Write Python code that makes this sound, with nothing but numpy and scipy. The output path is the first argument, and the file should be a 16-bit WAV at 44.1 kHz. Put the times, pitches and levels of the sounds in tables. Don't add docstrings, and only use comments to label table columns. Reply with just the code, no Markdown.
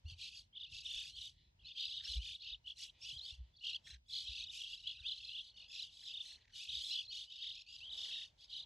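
import sys
import numpy as np
from scipy import signal
from scipy.fft import rfft, irfft, next_fast_len
from scipy.io import wavfile
from scipy.ndimage import uniform_filter1d

SR = 44100
rng = np.random.default_rng(int(sys.argv[2]) if len(sys.argv) > 2 else 0)


def unload_wav(signal):
    wavfile.write(
        sys.argv[1],
        SR,
        np.round(np.clip(np.atleast_2d(signal).T, -1, 1) * 32767).astype(np.int16),
    )


N = 381465
TIME = np.arange(N) / SR

# (relative to the first voice, before SECOND_TRIM_DB)
TWITTERS = [(0.051, 0.1, .148, 2973, 43.1, -60.5, 1.5), (.18, 0.217, .295, 2878, 43.1, -61, 5),
            (.31, 0.36, .41, 3210, 41, -72, 16.5), (.546, 0.556, .592, 3330, 53.3, -52, -34),
            (0.589, .607, .67, 3326, 31.7, -51.5, -29), (0.681, 0.765, .83, 3430, 37.3, -64, -3),
            (.71, .742, .83, 4500, 43.6, -60, -1.5), (0.841, 0.859, .925, 3316, 36, -51, -23),
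            (.87, .921, 1.01, 3265, 45.1, -54.5, -25), (0.894, 0.943, 1.035, 3344, 42.4, -50.5, -21),
            (1.01, 1.058, 1.12, 3230, 31.2, -63, 6), (1.126, 1.17, 1.2, 3345, 73, -51.5, -17),
            (1.19, 1.217, 1.29, 3415, 38.8, -54.5, -41), (1.585, 1.601, 1.635, 3090, 49.7, -69.5, -14),
            (1.649, 1.692, 1.73, 3290, 31.4, -58, -14), (1.745, 1.782, 1.87, 3343, 54.7, -50, -8.5),
            (1.77, 1.81, 1.87, 3470, 43.3, -48, -0.5), (1.879, 1.917, 2.02, 3400, 32.64, -52.5, -23),
            (1.92, 1.969, 2.02, 3540, 39, -56.5, -15), (2.03, 2.108, 2.19, 3706, 46, -54.5, -3),
            (2.071, 2.097, 2.185, 3336, 39, -56, -12), (2.193, 2.256, 2.315, 3350, 56.3, -51, -19),
            (2.298, 2.326, 2.37, 3460, 36.8, -53.5, -35), (2.38, 2.417, 2.46, 3800, 29.1, -58.5, -28),
            (2.444, 2.505, 2.562, 3440, 34, -52, -33), (2.641, 2.683, 2.735, 3150, 48.6, -52, -21),
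            (2.76, 2.789, 2.85, 4670, 44, -56.5, -17), (2.795, 2.833, 2.91, 3080, 45.4, -59.5, -2.5),
            (3.02, 3.056, 3.11, 3750, 47.5, -61, 10), (3.045, 3.095, 3.135, 3140, 54.7, -49.5, -14),
            (3.124, 3.187, 3.225, 3660, 29.9, -51, -7.5), (3.227, 3.268, 3.32, 3373, 49.9, -53.5, -5),
            (3.53, 3.57, 3.62, 3940, 29.1, -69, -7), (3.606, 3.648, 3.72, 3055, 54.6, -48.5, -16),
            (3.638, 3.676, 3.75, 3463, 34.2, -54.5, -13), (3.725, 3.757, 3.775, 3050, 29.3, -46.5, -5),
            (3.836, 3.882, 3.96, 3670, 32.66, -61.5, 1.5), (4.091, 4.132, 4.21, 3834, 41.3, -49.5, -5),
            (4.117, 4.149, 4.24, 3350, 52.5, -52.5, 3.5), (4.242, 4.285, 4.335, 3490, 34.3, -50, -27),
            (4.37, 4.406, 4.455, 3460, 31.1, -53.5, -19), (4.342, 4.374, 4.45, 3960, 43.2, -56.5, 0.5),
            (4.448, 4.471, 4.525, 3390, 30.5, -54.5, -10), (4.523, 4.539, 4.62, 2790, 25, -61, -11),
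            (4.579, 4.612, 4.692, 3054, 32.26, -53.5, -29), (4.684, 4.713, 4.76, 3100, 31.6, -52.5, -4),
            (4.832, 4.878, 4.93, 3175, 54.7, -48, -5), (4.921, 4.958, 5.02, 3500, 25.1, -61.5, -19),
            (5.04, 5.085, 5.155, 3636, 30.76, -48, -16), (5.044, 5.068, 5.135, 3317, 49.9, -46, -13),
            (5.124, 5.184, 5.215, 3690, 30.1, -57.5, -6), (5.218, 5.252, 5.33, 3700, 33.35, -53.5, -8),
            (5.294, 5.357, 5.425, 3150, 36.6, -51, -25), (5.342, 5.379, 5.42, 3430, 50.5, -53, -26),
            (5.42, 5.445, 5.53, 3890, 33.4, -65, -11), (5.56, 5.626, 5.68, 2850, 30, -71.5, -3),
            (5.676, 5.729, 5.79, 3776, 51.1, -57.5, 5.5), (5.763, 5.797, 5.85, 3570, 34.2, -50, -3),
            (5.824, 5.861, 5.91, 3160, 40.5, -63.5, -29), (6.018, 6.062, 6.12, 3600, 35, -55.5, -1),
            (6.059, 6.077, 6.135, 3310, 31.45, -54, -3), (6.128, 6.147, 6.23, 3286, 31, -50, -22),
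            (6.212, 6.266, 6.37, 3850, 41.7, -60, -16), (6.528, 6.57, 6.67, 3236, 32.15, -60, 1),
            (6.668, 6.698, 6.79, 3470, 38.27, -48.5, -16), (6.71, 6.747, 6.83, 3532, 34.9, -48.5, -3),
            (6.816, 6.845, 6.88, 3470, 73, -48, -25), (6.876, 6.914, 6.97, 3730, 42.2, -46, -3),
            (6.901, 6.96, 7.022, 3195, 59.7, -45, -9), (7.015, 7.027, 7.08, 3850, 31.2, -61.5, -3),
            (7.08, 7.129, 7.2, 4750, 43.3, -57, -2.5), (7.098, 7.132, 7.255, 3340, 32.5, -52.5, -28),
            (7.269, 7.323, 7.375, 3370, 30.6, -56.5, -6), (7.38, 7.429, 7.53, 3430, 43.2, -50, -11),
            (7.44, 7.477, 7.6, 3486, 40.8, -58.5, -11), (7.518, 7.559, 7.63, 3770, 34.9, -67, 8.5),
            (7.657, 7.728, 7.77, 3008, 39.8, -62, 6.5), (7.85, 7.904, 7.965, 3460, 34.35, -50.5, -30),
            (7.966, 7.985, 8.08, 3354, 37.04, -50, -4), (8.062, 8.118, 8.2, 3470, 46.2, -50.5, -16),
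            (8.096, 8.122, 8.25, 3466, 42.1, -51.5, -37), (8.386, 8.417, 8.47, 3500, 28.1, -70.5, 8),
            (8.494, 8.533, 8.615, 3530, 30.76, -54.5, -13), (8.544, 8.592, 8.65, 3684, 46.3, -58, -23)]
# start_s, end_s, from_hz, level_db
SLURS = [(.32, 0.358, 2400, -64), (0.527, 0.556, 3060, -65), (0.538, 0.553, 2100, -75),
         (5.032, 5.078, 2360, -54), (1.115, 1.184, 3850, -62.5), (1.647, 1.682, 3950, -56.5),
         (2.043, 2.066, 5200, -44), (3.012, 3.057, 5200, -48.5), (3.221, 3.262, 4050, -53.5),
         (6.912, 6.94, 5250, -47.5), (7.076, 7.122, 4000, -52.5), (7.669, 7.703, 2550, -63.5),
         (7.805, 7.875, 2470, -53.5)]
# start_s, end_s, pitch_hz, level_db (of the first voice)
LOW_HOARSE_NOTES = [(0.903, 1.08, 1590, -66.5), (1.989, 2.087, 1590, -58.5), (2.247, 2.303, 1660, -67),
                    (2.77, 2.87, 1876, -68.5), (3.858, 3.972, 1710, -56), (4.977, 5.065, 1420, -67),
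                    (6.01, 6.064, 1710, -66.5), (6.236, 6.492, 1780, -70), (6.484, 6.602, 1570, -67),
                    (7.423, 7.512, 1960, -67), (8.038, 8.259, 1754, -62)]
# start_s, end_s, chatter_db, rasp_db
OUTBURSTS = [(0.08, 0.128, -59, -63.5), (0.195, 0.295, -50.5, -55), (0.316, 0.414, -57.5, -61.5),
             (0.576, 0.702, -60.5, -82), (0.715, 0.816, -53, -58.5), (0.843, 1.103, -51.5, -52.5),
             (1.162, 1.291, -54, -57), (1.325, 1.485, -86, -94), (1.648, 1.731, -57.5, -78),
             (1.769, 2.006, -49, -62.5), (2.041, 2.178, -47, -53.5), (2.216, 2.351, -51.5, -57),
             (2.416, 2.529, -52, -72), (2.671, 2.718, -59, -67.5), (2.783, 2.861, -55.5, -51),
             (3.018, 3.152, -54.5, -57), (3.23, 3.347, -56, -61.5), (3.64, 3.744, -49.5, -61.5),
             (3.86, 3.931, -61.5, -60.5), (4.102, 4.266, -51, -57.5), (4.263, 4.444, -49.5, -62),
             (4.523, 4.628, -52, -50), (4.603, 4.816, -54.5, -63.5), (4.833, 5.002, -57.5, -69.5),
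             (5.015, 5.491, -57, -67), (5.555, 5.656, -57, -71.5), (5.709, 5.871, -53, -59.5),
             (5.914, 6.24, -58, -65), (6.217, 6.355, -59, -58.5), (6.549, 6.662, -51.5, -54.5),
             (6.682, 7.021, -50, -55.0), (7.122, 7.248, -51.5, -57), (7.305, 7.615, -54.5, -70),
             (7.676, 7.875, -58.5, -68.5), (7.926, 8.255, -51, -57.5), (8.39, 8.457, -64.5, -72),
             (8.503, 8.62, -52, -64)]
# frequency_hz, density_db (per Hz)
RASP_SPECTRUM = [(1000, 2), (1600, -5), (2300, 17.5), (3000, 14), (4500, 1), (5600, 19), (7000, 3.5),
                 (8500, 7.5), (10000, 7.5), (12500, -5.5)]
# centre_s, half_length_s, level_db
FAR_SWELLS = [(1.41, 0.081, -73.5), (2.967, 0.036, -71.5), (3.413, 0.12, -77), (6.418, 0.023, -69)]
# frequency_hz, gain_db
FAR_COLOUR = [(1200, -18), (1900, 19), (2600, -4.5), (4000, 0.5), (5000, -7.5), (7000, -10), (12000, -38)]
# frequency_hz, gain_db
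BEAK_COLOUR = [(700, -47), (1200, -23), (1700, -16), (2150, -8.5), (2600, 1.5), (4600, 1.5), (5300, -6),
               (6800, -5.5), (8500, -7.5), (10000, -15), (12000, 0), (13000, -3.5), (15000, -18.5)]
# centre_s, peak_db, ring_hz, rise_s
THUMPS = [(0.063, -40, 74.6, 0.012), (0.126, -45, 86, 0.0054), (0.76, -59, 49, .011),
          (.967, -57, 46.5, 0.012), (2.109, -46, 61.7, 0.015), (2.185, -34.5, 54.4, 0.025),
          (2.543, -59, 45, 0.031), (3.132, -57, 128, 0.0035), (3.172, -56, 68, 0.0094),
          (3.331, -53, 62, 0.0092), (3.409, -41.5, 62, 0.02), (3.949, -49, 62, 0.024),
          (4.304, -48.5, 62.4, 0.016), (5.013, -54, 65.6, 0.0067), (6.78, -56.5, 67, 0.012)]
# frequency_hz, density_db (per Hz)
RUMBLE_SPECTRUM = [(13, -64), (22, -24), (42, -1.5), (60, 1), (129, -9), (157, -15.5), (210, -21),
                   (350, -29.5), (400, -28.5), (520, -55), (880, -120)]
# frequency_hz, density_db (per Hz)
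GRASS_SPECTRUM = [(150, 2), (300, 2.5), (385, 1), (480, 4.5), (650, 5.5), (780, 2.5), (950, 6), (1100, -2),
                  (1400, -3), (3000, 2), (6000, -5.5), (11000, -25), (14000, -27.5)]
# centre_s, half_length_s, level_db (before GRASS_GAIN_DB)
GUSTS = [(3.007, 0.065, -90.5), (3.203, 0.088, -89), (3.82, 0.062, -93.5), (5.52, 0.077, -96.5),
         (6.173, 0.29, -93.5), (7.158, .15, -100), (8.016, 0.19, -79.5), (8.607, 0.36, -90.5)]
# frequency_hz, left_lag_rad
PORT_LAG = [(3750, 0), (4150, .2), (4600, .7), (4850, 1.4), (5030, 3.1), (5250, 5), (5750, 6.27),
            (7500, 6.29), (7650, 6.85), (10500, 8.1), (13000, 9.4)]

TYPICAL_HZ, TYPICAL_RATE_HZ = 3400, 38
SWING_HZ, PITCH_EXPONENT, RATE_EXPONENT = 405, 2.147, 0.498
SWING_LIMIT_HZ = 756
DRIFT_HZ, LIFT_HZ = -63, 336.9
GAP_HZ, GAP_SPREAD_HZ = 1358, 430
TYPICAL_LEAD_S, LEAD_DB, LEAD_GAIN_DB_PER_S = 0.031, -4, 146
TYPICAL_WARBLE_S, SWELL_DB, TIRE_DB_PER_S = 0.052, 1.5, 69.5
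SECOND_TRIM_DB = -3.5
OVERTONE_DB, OVERTONE_WITH_STRAIN = -22.5, 0.58
SLUR_RISE_HZ_PER_S = 15000
OUTBURST_RISE_DB_PER_S, OUTBURST_FALL_DB_PER_S, OUTBURST_ARCH_DB = 617.5, 408, 6
THUMP_DECAY_S = 0.021
RUMBLE_START_DB, WIND_DROP_DB_PER_S = -72.5, 0.56
CALM_DB, GRASS_GAIN_DB = -96, 6
TOP_HZ = 15000


def undb(db):
    return 10 ** (np.asarray(db) / 20)


def unit(x):
    return x / np.sqrt(np.mean(x ** 2) + 1e-20)


def even(x, size=1500):
    return x / np.sqrt(uniform_filter1d(x ** 2, size=size) + 1e-3)


def colour(x, points):
    hz, db = np.transpose(points)
    size = next_fast_len(N + 4096)
    f = np.maximum(np.arange(size // 2 + 1) * SR / size, 1)
    gain = undb(np.interp(np.log(f), np.log(hz), db))
    return irfft(rfft(x, size) * gain, size)[..., :N]


def waver(t, rate):
    knots = rng.standard_normal(8192)
    return 1.51 * np.interp((t - t[0]) * rate, np.arange(len(knots)), knots)


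def span(start, end):
    return TIME[max(int(start * SR), 0):int(end * SR)]


def add(track, t, sound):
    first = int(round(t[0] * SR))
    track[first:first + len(t)] += sound


def call(t, crest, pitch, swing, rate, drift, lift, gap, swell_db, lead_db, jitter_hz, trough_db,
         rise_hz_per_s=11000, attack_s=0.01, release_s=0.011, flutter_db=2.39, second_jitter_hz=50,
         fade_in_db_per_s=130):
    turns = (t - crest) * rate
    before = np.maximum(-.5 - turns, 0) / rate
    progress = np.maximum(t - crest, 0) / (t[-1] - crest)
    warble = np.cos(2 * np.pi * np.maximum(turns, -.5))
    lead = lift * np.clip(before / .008, 0, 1) - rise_hz_per_s * before
    hz = pitch + swing * warble + drift * progress + lead + jitter_hz * waver(t, 1500)
    low = 2 * np.pi * np.cumsum(hz) / SR
    gap_hz = gap + second_jitter_hz * waver(t, 600)
    high = low + 2 * np.pi * np.cumsum(gap_hz) / SR

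    second = np.sin(high) + undb(-11.0) * np.sin(2 * high - low) + undb(-15.5) * np.sin(2 * low - high)
    overtones = (np.sin(2 * low) + undb(-3.5) * np.sin(low + high) + undb(-13.5) * np.sin(2 * high)
                 + undb(-2) * np.sin(3 * low) + undb(-2) * np.sin(2 * low + high))

    lead_level = lead_db * np.clip(-2 * turns - .5, 0, 1) - fade_in_db_per_s * before
    warble_level = swell_db * (progress - .5) + trough_db * warble / 2
    level_db = lead_level + warble_level + flutter_db * waver(t, 222.6)
    edges = np.clip((t - t[0]) / attack_s, 0, 1) * np.clip((t[-1] - t) / release_s, 0, 1)
    return np.sqrt(2) * np.array([np.sin(low), second, overtones]) * undb(level_db) * edges


def near_birds():
    out = np.zeros(N)
    chances = rng.standard_normal(len(TWITTERS))
    for (start, crest, end, pitch, rate, db, second_db), chance in zip(TWITTERS, chances):
        t = span(start, end)
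        pitch_factor = (pitch / TYPICAL_HZ) ** PITCH_EXPONENT
        rate_factor = (TYPICAL_RATE_HZ / rate) ** RATE_EXPONENT
        swing = min(SWING_HZ * pitch_factor * rate_factor, SWING_LIMIT_HZ)
        swell_db = SWELL_DB - TIRE_DB_PER_S * (end - crest - TYPICAL_WARBLE_S)
        lead_db = min(LEAD_DB + LEAD_GAIN_DB_PER_S * (crest - start - TYPICAL_LEAD_S), 0)
        gap = GAP_HZ + GAP_SPREAD_HZ * chance
        first, second, overtones = call(t, crest, pitch, swing, rate, DRIFT_HZ, LIFT_HZ, gap,
                                        swell_db, lead_db, jitter_hz=29.7, trough_db=4)
        overtone_db = OVERTONE_DB + OVERTONE_WITH_STRAIN * second_db
        voices = first + undb(second_db + SECOND_TRIM_DB) * second + undb(overtone_db) * overtones
        add(out, t, undb(db) * voices)
    return out


def slurs(jitter_hz=25):
    out = np.zeros(N)
    for start, end, from_hz, db in SLURS:
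        t = span(start, end)
        progress = np.linspace(0, 1, len(t))
        hz = from_hz + SLUR_RISE_HZ_PER_S * (t - start) + jitter_hz * waver(t, 670)
        envelope = np.sqrt(2 * abs(np.sin(np.pi * progress)))
        add(out, t, undb(db) * envelope * np.sin(2 * np.pi * np.cumsum(hz) / SR))
    return out


def low_hoarse_notes(rate_hz=31, swing_hz=170):
    out = np.zeros(N)
    for start, end, pitch, db in LOW_HOARSE_NOTES:
        t = span(start, end)
        first, second, overtones = call(t, start + .02, pitch, swing_hz, rate_hz, drift=0, lift=0, gap=700,
                                        swell_db=0, lead_db=-8, jitter_hz=150, trough_db=12)
        add(out, t, undb(db) * (first + undb(-27) * second + undb(-18.0) * overtones))
    return out


def flock(pitch_hz=3400, spread_hz=400, swing_hz=520, second_db=-4, count=115):
    voices, harsh = np.zeros((2, N))
    for k, (delay, pitch, swing, rate, length) in enumerate(rng.uniform(-1, 1, (count, 5))):
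        start = (k + delay / 2) / count * TIME[-1] - .05
        t = span(start, start + .17 + .03 * length)
        first, second, overtones = call(
            t, start + .06, pitch_hz + spread_hz * pitch, swing_hz * (1 + 0.2462 * swing), 40 + 10 * rate,
            drift=-80, lift=300, gap=1300 + 250 * length,
            swell_db=-2, lead_db=-2, jitter_hz=25, trough_db=2)
        add(voices, t, first + undb(second_db) * second)
        add(harsh, t, overtones + undb(-23.5) * second)
    return even(voices), even(harsh)


def rasp(harsh, voiced_db=0.2, hiss_db=-9.5, surge_db=.7):
    voiced = even(unit(colour(harsh, RASP_SPECTRUM)), size=400)
    hiss = unit(colour(rng.standard_normal(N), RASP_SPECTRUM))
    return (undb(voiced_db) * voiced + undb(hiss_db) * hiss) * undb(surge_db * waver(TIME, 22))


def outbursts():
    chatter_power, rasp_power = np.zeros((2, N))
    for start, end, chatter_db, rasp_db in OUTBURSTS:
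        t = span(start - .1, end + .15)
        arch = np.clip((2 * t - start - end) / (end - start), -1, 1) ** 2
        rise_db = -OUTBURST_RISE_DB_PER_S * np.maximum(start - t, 0)
        fall_db = -OUTBURST_FALL_DB_PER_S * np.maximum(t - end, 0)
        shape_db = rise_db + fall_db - OUTBURST_ARCH_DB * arch
        add(chatter_power, t, undb(chatter_db + shape_db) ** 2)
        add(rasp_power, t, undb(rasp_db + shape_db) ** 2)
    return np.sqrt(chatter_power), np.sqrt(rasp_power)


def field_echo(x, t60_s, size=14000):
    t = np.arange(size) / SR
    tail = rng.standard_normal(size) * undb(-60 * t / t60_s) * (1 - np.exp(-t / 0.0028))
    return signal.fftconvolve(x, tail / np.linalg.norm(tail))[:N]


def far_birds(chatter, blur_s=0.42):
    swells = sum(undb(db) * np.exp(-((TIME - s) / half) ** 2) for s, half, db in FAR_SWELLS)
    blurred = field_echo(chatter, blur_s) + undb(-3) * rng.standard_normal(N)
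    return swells * unit(colour(blurred, FAR_COLOUR))


def thumps(knock_db=-15):
    out = np.zeros(N)
    knock_spectrum = [(20, -10), (50, 6), (130, -3), (220, -31.0), (500, -58), (2000, -92)]  # (Hz, dB)
    knock = unit(colour(rng.standard_normal(N), knock_spectrum))
    for s, db, hz, rise in THUMPS:
        t = span(s - .1, s + .25)
        rising = np.exp(-((t - s) / rise) ** 2)
        decaying = np.exp(-abs(t - s) / THUMP_DECAY_S)
        envelope = np.where(t < s, rising, decaying)
        swing = np.cos(2 * np.pi * hz * (t - s))
        add(out, t, undb(db) * envelope * (swing + undb(knock_db) * np.interp(t, TIME, knock)))
    return out


def wind(side_db=-83, buffet_db=2, stir_db=-3.5):
    rumble_db = RUMBLE_START_DB - WIND_DROP_DB_PER_S * TIME + buffet_db * waver(TIME, 11)
    rumble = unit(colour(rng.standard_normal(N), RUMBLE_SPECTRUM)) * undb(rumble_db)
    mid, side = unit(colour(rng.standard_normal((2, N)), GRASS_SPECTRUM))
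    calm = undb(CALM_DB + stir_db * waver(TIME, 8))
    gusts = sum(undb(db) * np.exp(-((TIME - s) / half) ** 2) for s, half, db in GUSTS)
    rustle = mid * (calm + gusts) * undb(GRASS_GAIN_DB)
    width = np.array([[1], [-1]]) * side * undb(side_db)
    return rumble + rustle + width


def hum(hz=210, db=-96, waver_db=3):
    phase = 2 * np.pi * np.cumsum(hz * (1 + 0.011 * waver(TIME, 30))) / SR
    return np.sqrt(2) * undb(db + waver_db * waver(TIME, 1.9)) * np.sin(phase)


def scene():
    chatter_gain, rasp_gain = outbursts()
    chatter, harsh = flock()
    soloists = near_birds() + slurs() + low_hoarse_notes()
    flock_behind = chatter * chatter_gain + rasp(harsh) * rasp_gain
    birds = colour(soloists + flock_behind + far_birds(chatter), BEAK_COLOUR)
    echo = undb(-18) * field_echo(birds, t60_s=.11)
    return birds + echo + thumps() + wind() + hum()


def record(dry):
    lag = np.interp(np.arange(N // 2 + 1) * SR / N, *np.transpose(PORT_LAG))
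    left = irfft(rfft(dry[0]) * np.exp(-1j * lag), N)
    ports = np.array([left, dry[1]])
    return signal.sosfilt(signal.ellip(8, .2, 70, TOP_HZ, fs=SR, output="sos"), ports)


dry = scene()
out = record(dry)
unload_wav(out)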